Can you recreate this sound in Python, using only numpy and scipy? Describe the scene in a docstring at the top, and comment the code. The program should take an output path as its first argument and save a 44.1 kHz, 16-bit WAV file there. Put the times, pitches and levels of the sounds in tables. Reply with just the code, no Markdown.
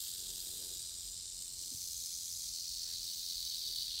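"""A plastic tub lined with newspaper, in a quiet room: a snake shakes its tail tip, some 44 swings a second.
Every swing scrapes the paper out and back in a spray of tiny ticks, and the rustle darkens as the tip
wanders over the sheet. The tub floor drums faintly under the tail, the body slides over the paper and
the shifting coils bump the tub. The room rumbles low behind it all."""
import sys
import numpy as np
from scipy import signal
from scipy.fft import rfft, irfft
from scipy.io import wavfile

SR = 44100
rng = np.random.default_rng(int(sys.argv[2]) if len(sys.argv) > 2 else 0)


def transcribe(u):
    """Save the signal u as a 16-bit wav file named by the first command-line argument.

    u: samples, shape (n,) or (channels, n), limited to [-1, 1]; the rate is SR.
    q: integer samples, one column per channel.
    """
    v = np.clip(np.atleast_2d(u).T, -1, 1)
    q = np.round(v * 32767).astype(np.int16)
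    wavfile.write(sys.argv[1], SR, q)


N = 176400

# the out and back strokes of the tail, then the rebound of each: phase/swings, width/swings, level/dB
STROKES = [(.21, .075, 0), (.72, .095, -1.5), (.46, .03, -6.5), (.96, .035, -2.5)]


def amp(db):
    """Decibels to gain."""
    return 10 ** (np.asarray(db) / 20)


def unit(x):
    """Scales a signal to rms 1."""
    return x / np.sqrt(np.mean(x ** 2) + 1e-20)


def curve(points):
    """An automation curve through (time, value) points, one value a sample."""
    return np.interp(np.arange(N) / SR, *np.transpose(points))


def swell(peak_s, rise_s, fall_s):
    """A bell-shaped envelope with its own rise and fall times."""
    t = np.arange(N) / SR - peak_s
    return np.exp(-.5 * (t / np.where(t < 0, rise_s, fall_s)) ** 2)


def colour(x, points):
    """A minimum-phase EQ through (frequency, level) points; the result has rms 1."""
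    hz, db = np.transpose(points)
    f = abs(np.fft.fftfreq(8192, 1 / SR))
    gain_db = np.interp(np.log(f + 1), np.log(hz + 1), db)
    log_gain = np.log(amp(np.maximum(gain_db, -100)))
    ring = np.fft.ifft(np.exp(np.conj(signal.hilbert(log_gain)))).real
    return unit(signal.oaconvolve(x, ring[:len(ring) // 2])[:N])


def tail_pressure(swings, drag_db=-9.5, spread_db=.5, jitter_swings=.022, slap_s=.001):
    """The tip presses on the paper: two uneven strokes a swing over a light drag, and the odd slap."""
    # hard slaps of the tip: t/s, level/dB against a plain stroke
    slaps = [(.304, -1), (.382, 0), (1.423, 5), (3.76, 1), (3.824, 1), (3.99, 1)]
    swing_index, power = swings.astype(int), amp(drag_db) ** 2
    for phase, width, db in STROKES:
        late, strength = rng.standard_normal((2, SR))[:, swing_index]
        away = (swings % 1 - phase - jitter_swings * late) / width
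        power = power + amp(db + spread_db * strength) ** 2 * np.exp(-.5 * away ** 2)
    for at, db in slaps:
        power = power + amp(db) ** 2 * swell(at, slap_s, slap_s)
    return np.sqrt(power)


def friction(pressure, slip_s=.002, slip_db=2.5, shared=.02, ticks_per_s=1400, scrape_over_ticks_db=7.5):
    """Scales catch and slip on paper fibres: a scrape of brief spurts, band by band, and hard ticks."""
    # centres of the bands that slip almost independently: f/Hz
    bands = [2500, 4200, 5400, 6500, 8200, 11000, 14500]
    window = np.exp(-np.pi * (2 * np.arange(-200, 201) / (slip_s * SR)) ** 2)
    noises = rng.standard_normal((len(bands) + 1, N))
    common_slip, *band_slips = [unit(signal.oaconvolve(noise, window, "same")) for noise in noises]
    hz, scrape = np.fft.rfftfreq(N, 1 / SR), 0
    for own_slip, band in zip(band_slips, np.eye(len(bands))):
        hiss = irfft(rfft(rng.standard_normal(N)) * np.sqrt(np.interp(hz, bands, band)), N)
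        slip = np.sqrt(shared) * common_slip + np.sqrt(1 - shared) * own_slip
        scrape = scrape + hiss * amp(slip_db * np.minimum(slip, 2))
    tick_size = amp(2 * np.minimum(rng.exponential(1, N), 3))  # spread over 6 dB
    ticks = tick_size * rng.choice([-1, 1], N) * (rng.random(N) < ticks_per_s / SR)
    return unit(pressure * (amp(scrape_over_ticks_db) * unit(scrape) + unit(ticks)))


def tub_walls(x, count=40, wet_db=-9.5, t60_s=.04, spot_s=.5):
    """Close reflections between the tub walls, crossfading as the tip moves from spot to spot."""
    spot, echoes = np.arange(N) / SR / spot_s, 0
    for k in range(int(spot[-1]) + 2):
        delay_s = rng.uniform(.0005, .03, count)
        taps = np.zeros(SR // 20)
        taps[(delay_s * SR).astype(int)] = rng.choice([-1, 1], count) * amp(-60 * delay_s / t60_s)
        near = np.sqrt(np.maximum(1 - abs(spot - k), 0))
        echoes = echoes + near * signal.oaconvolve(x, taps / np.linalg.norm(taps))[:N]
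    return unit(x + amp(wet_db) * echoes)


def paper_rustle(scrape, place, trim_db=.52):
    """Friction rings the sheet, in a different tone at each place the tip touches."""
    # the paper's resonances at each place: f/Hz, level/dB
    edge = [(530, -71), (900, -30.5), (2550, -23.5), (2950, -13.5), (3750, -1), (5250, -2.5), (6100, -8),
            (6600, -3), (8100, -1), (9100, -4.5), (9870, -13), (12000, -10.5), (15600, -39)]
    along_edge = [(530, -66), (900, -35.5), (1710, -34), (2550, -26.5), (4020, -6.5), (5500, -4),
                  (6260, -11), (6680, -5), (8040, -1), (10400, -18.5), (12000, -21.5), (15600, -37)]
    middle = [(530, -63), (900, -41), (1840, -34), (3030, -22.5), (3340, -13), (4520, -3), (5560, -4.5),
              (6300, -0.5), (7060, -5), (8390, -6.5), (12000, -16.5), (15600, -55)]
    fold = [(530, -68), (900, -39), (1600, -40.5), (3450, -16), (4200, -.5), (6470, -4), (6980, -9),
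            (7950, -7), (12000, -20.5), (15600, -53)]
    flap = [(530, -87), (900, -50), (1880, -33.5), (2350, -35), (4000, -3.5), (4400, 0.5), (5050, -8.5),
            (6400, -12), (7100, -18.5), (8210, -16), (12000, -24.5), (15600, -56)]
    # fader ride of the rustle, ahead of the trim: t/s, level/dB
    fader = [(0, -44), (1.56, -46.5), (1.59, -44.5), (3.21, -42), (3.56, -41), (3.86, -41), (4, -42)]
    rustle = 0
    for k, spectrum in enumerate([edge, along_edge, middle, fold, flap]):
        share = np.maximum(1 - abs(place - k), 0)
        rustle = rustle + share * colour(scrape, spectrum)
    return flap_lift(rustle) * amp(curve(fader) + trim_db)


def scale_fizz(pressure, place, trim_db=-1.5):
    """The scales add a fine fizz on top; its tone changes from the middle of the sheet to the fold."""
    # the fizz from edge to middle, and on fold and flap: f/Hz, level/dB
    sheet_eq = [(7000, -44.5), (9500, -12), (10600, -0.5), (12000, -1), (13500, 1), (15700, -2)]
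    flap_eq = [(7000, -44), (9500, -3), (11500, -14), (13300, 3.5), (14600, -0.5), (15700, 2.5)]
    # fader ride of the fizz, ahead of the trim: t/s, level/dB
    fader = [(0, -45.5), (.3, -53), (.42, -48.5), (.75, -52.5), (.92, -60), (1.08, -54), (1.25, -69),
             (1.42, -55.5), (1.57, -57), (1.62, -52.5), (1.9, -48), (2.1, -51.5), (2.9, -50), (3.15, -47),
             (3.83, -47.5), (3.92, -52), (4, -55.5)]
    scrape = tub_walls(friction(pressure))
    blend = np.clip(place - 2, 0, 1)
    fizz = (1 - blend) * colour(scrape, sheet_eq) + blend * colour(scrape, flap_eq)
    return fizz * amp(curve(fader) + trim_db)


def tub_drumming(swings, return_db=-6, spread_db=2, scuff_db=-2):
    """Each stroke taps and scuffs the tub floor through the paper, the return stroke more softly."""
    # resonances of the tub floor: f/Hz, level/dB
    floor_eq = [(40, -1.5), (90, 0), (130, 0), (195, 2), (265, -7), (315, 0), (370, 2.5), (480, -5),
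                (900, -13.5), (4000, -49)]
    # fader ride of the drumming: t/s, level/dB
    fader = [(0, -77.5), (.5, -68), (1.2, -74.5), (2.6, -81), (3, -73.5), (3.4, -77.5), (3.8, -77)]
    taps = np.zeros(N)
    for (phase, _, _), db in zip(STROKES, [0, return_db]):
        hits = np.flatnonzero(np.diff(np.floor(swings - phase)))
        taps[hits] += amp(db + spread_db * rng.standard_normal(SR)[:len(hits)])
    scuff = unit(tail_pressure(swings) * rng.standard_normal(N))
    return colour(unit(taps) + amp(scuff_db) * scuff, floor_eq) * amp(curve(fader))


def room_tone(level_db=-63.5, rumble_below_hz=150, lumps_db=1.9, lumps_hz=9):
    """A faint hiss over a rumble that comes in lumps."""
    # the room's noise floor: f/Hz, level/dB
    room_eq = [(20, -15), (42, 1), (60, -3.5), (85, -4.5), (130, -11), (250, -19), (500, -29), (1000, -31),
               (4000, -32)]
    bed = colour(rng.standard_normal(N), room_eq)
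    rumble = signal.sosfiltfilt(signal.butter(2, rumble_below_hz, fs=SR, output="sos"), bed)
    hiss = bed - rumble
    smoothing = np.exp(-(np.fft.rfftfreq(N, 1 / SR) / lumps_hz) ** 2)
    lumps = unit(irfft(rfft(rng.standard_normal(N)) * smoothing, N))
    return amp(level_db) * (hiss + rumble * unit(amp(lumps_db * lumps)))


def body_slides(pressure, stop_s=.028):
    """The body slides over the paper: soft rubs that swell and stop short, shaken by the tail."""
    # the slides: peak t/s, rise/s, level/dB, f/Hz
    slides = [(.33, .14, -69, 353), (.7, 0.14, -63.5, 345), (1.66, 0.056, -71, 288),
              (2.91, 0.057, -69, 1730), (3.72, .07, -71.5, 345)]
    # tone of a rub: multiple of the slide's f, level/dB
    rub_eq = [(.2, -20), (.75, -4), (1.15, 1.5), (2.2, -14), (8, -52)]
    out = np.zeros(N)
    for peak_s, rise_s, db, hz in slides:
        rub = colour(pressure * rng.standard_normal(N), [(hz * k, level) for k, level in rub_eq])
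        out += amp(db) * rub * swell(peak_s, rise_s, stop_s)
    return out


def coil_bumps(rise_s=.01, decay_s=.022, scuff_db=-3.5):
    """The coils knock softly against the tub: a short, dull ring with a scuff."""
    # the knocks: t/s, level/dB, f/Hz
    bumps = [(1.713, -57.5, 262), (1.735, -50.5, 88), (2.128, -55, 48), (3.94, -57, 55)]
    out = np.zeros(N)
    for start, db, hz in bumps:
        t = np.maximum(np.arange(N) / SR - start, 0)
        scuff_eq = [(hz / 4, -25), (hz / 1.4, 0), (hz * 1.6, -1), (hz * 2.5, -22), (hz * 10, -70)]
        thud = np.sin(2 * np.pi * hz * t) + amp(scuff_db) * colour(rng.standard_normal(N), scuff_eq)
        envelope = np.minimum(t / rise_s, 1) * np.exp(-np.maximum(t - rise_s, 0) / decay_s)
        out += amp(db) * thud * envelope
    return out


def flap_lift(rustle):
    """The ring of the sheet rises a touch, then sinks, as the flap lifts."""
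    # frequency shift of the rustle: t/s, shift/Hz
    shift = [(3.3, 0), (3.8, 10), (3.95, -190)]
    cycles = np.cumsum(curve(shift)) / SR
    return (signal.hilbert(rustle) * np.exp(2j * np.pi * cycles)).real


def flap_ring(scrape):
    """A lower resonance of the loose flap swells in at the end."""
    # the resonance: peak t/s, width/s, level/dB, f/Hz
    resonance = (4, .28, -62.5, 2954)
    peak_s, width_s, db, hz = resonance
    ring = colour(scrape, [(hz / 1.25, -35), (hz, 0), (hz * 1.4, -35)])
    return amp(db) * ring * swell(peak_s, width_s, width_s)


def scene():
    """One shaking tail drives paper and tub, mixed in mono with the body's moves and the room."""
    # pace of the tail's swings: t/s, f/Hz
    swing_rate = [(0, 45.2), (.65, 44.9), (.9, 44.1), (1.5, 44.9), (1.9, 43.5), (2.5, 42.5), (3.3, 42.9),
                  (4, 40.9)]
    # path of the tip: t/s, place (0 edge of the sheet, 1 along the edge, 2 middle, 3 fold, 4 loose flap)
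    tip_path = [(.65, 0), (.9, 0.5), (1.52, 1), (1.82, 2), (2.42, 2), (2.58, 3), (2.95, 3.5), (3.15, 3.5),
                (3.8, 4)]
    swings = np.cumsum(curve(swing_rate)) / SR
    place = curve(tip_path)
    pressure = tail_pressure(swings)
    scrape = tub_walls(friction(pressure))
    paper = paper_rustle(scrape, place) + scale_fizz(pressure, place) + flap_ring(scrape)
    return (paper + tub_drumming(swings) + body_slides(pressure) + coil_bumps() + room_tone())[None]


def record(dry, cutoff_hz=15780):
    """A steep low-pass takes off the very top."""
    low_pass = signal.firwin(801, cutoff_hz, window=("kaiser", 8), fs=SR)
    return signal.oaconvolve(dry, low_pass[None], "same")


dry = scene()
out = record(dry)
transcribe(out)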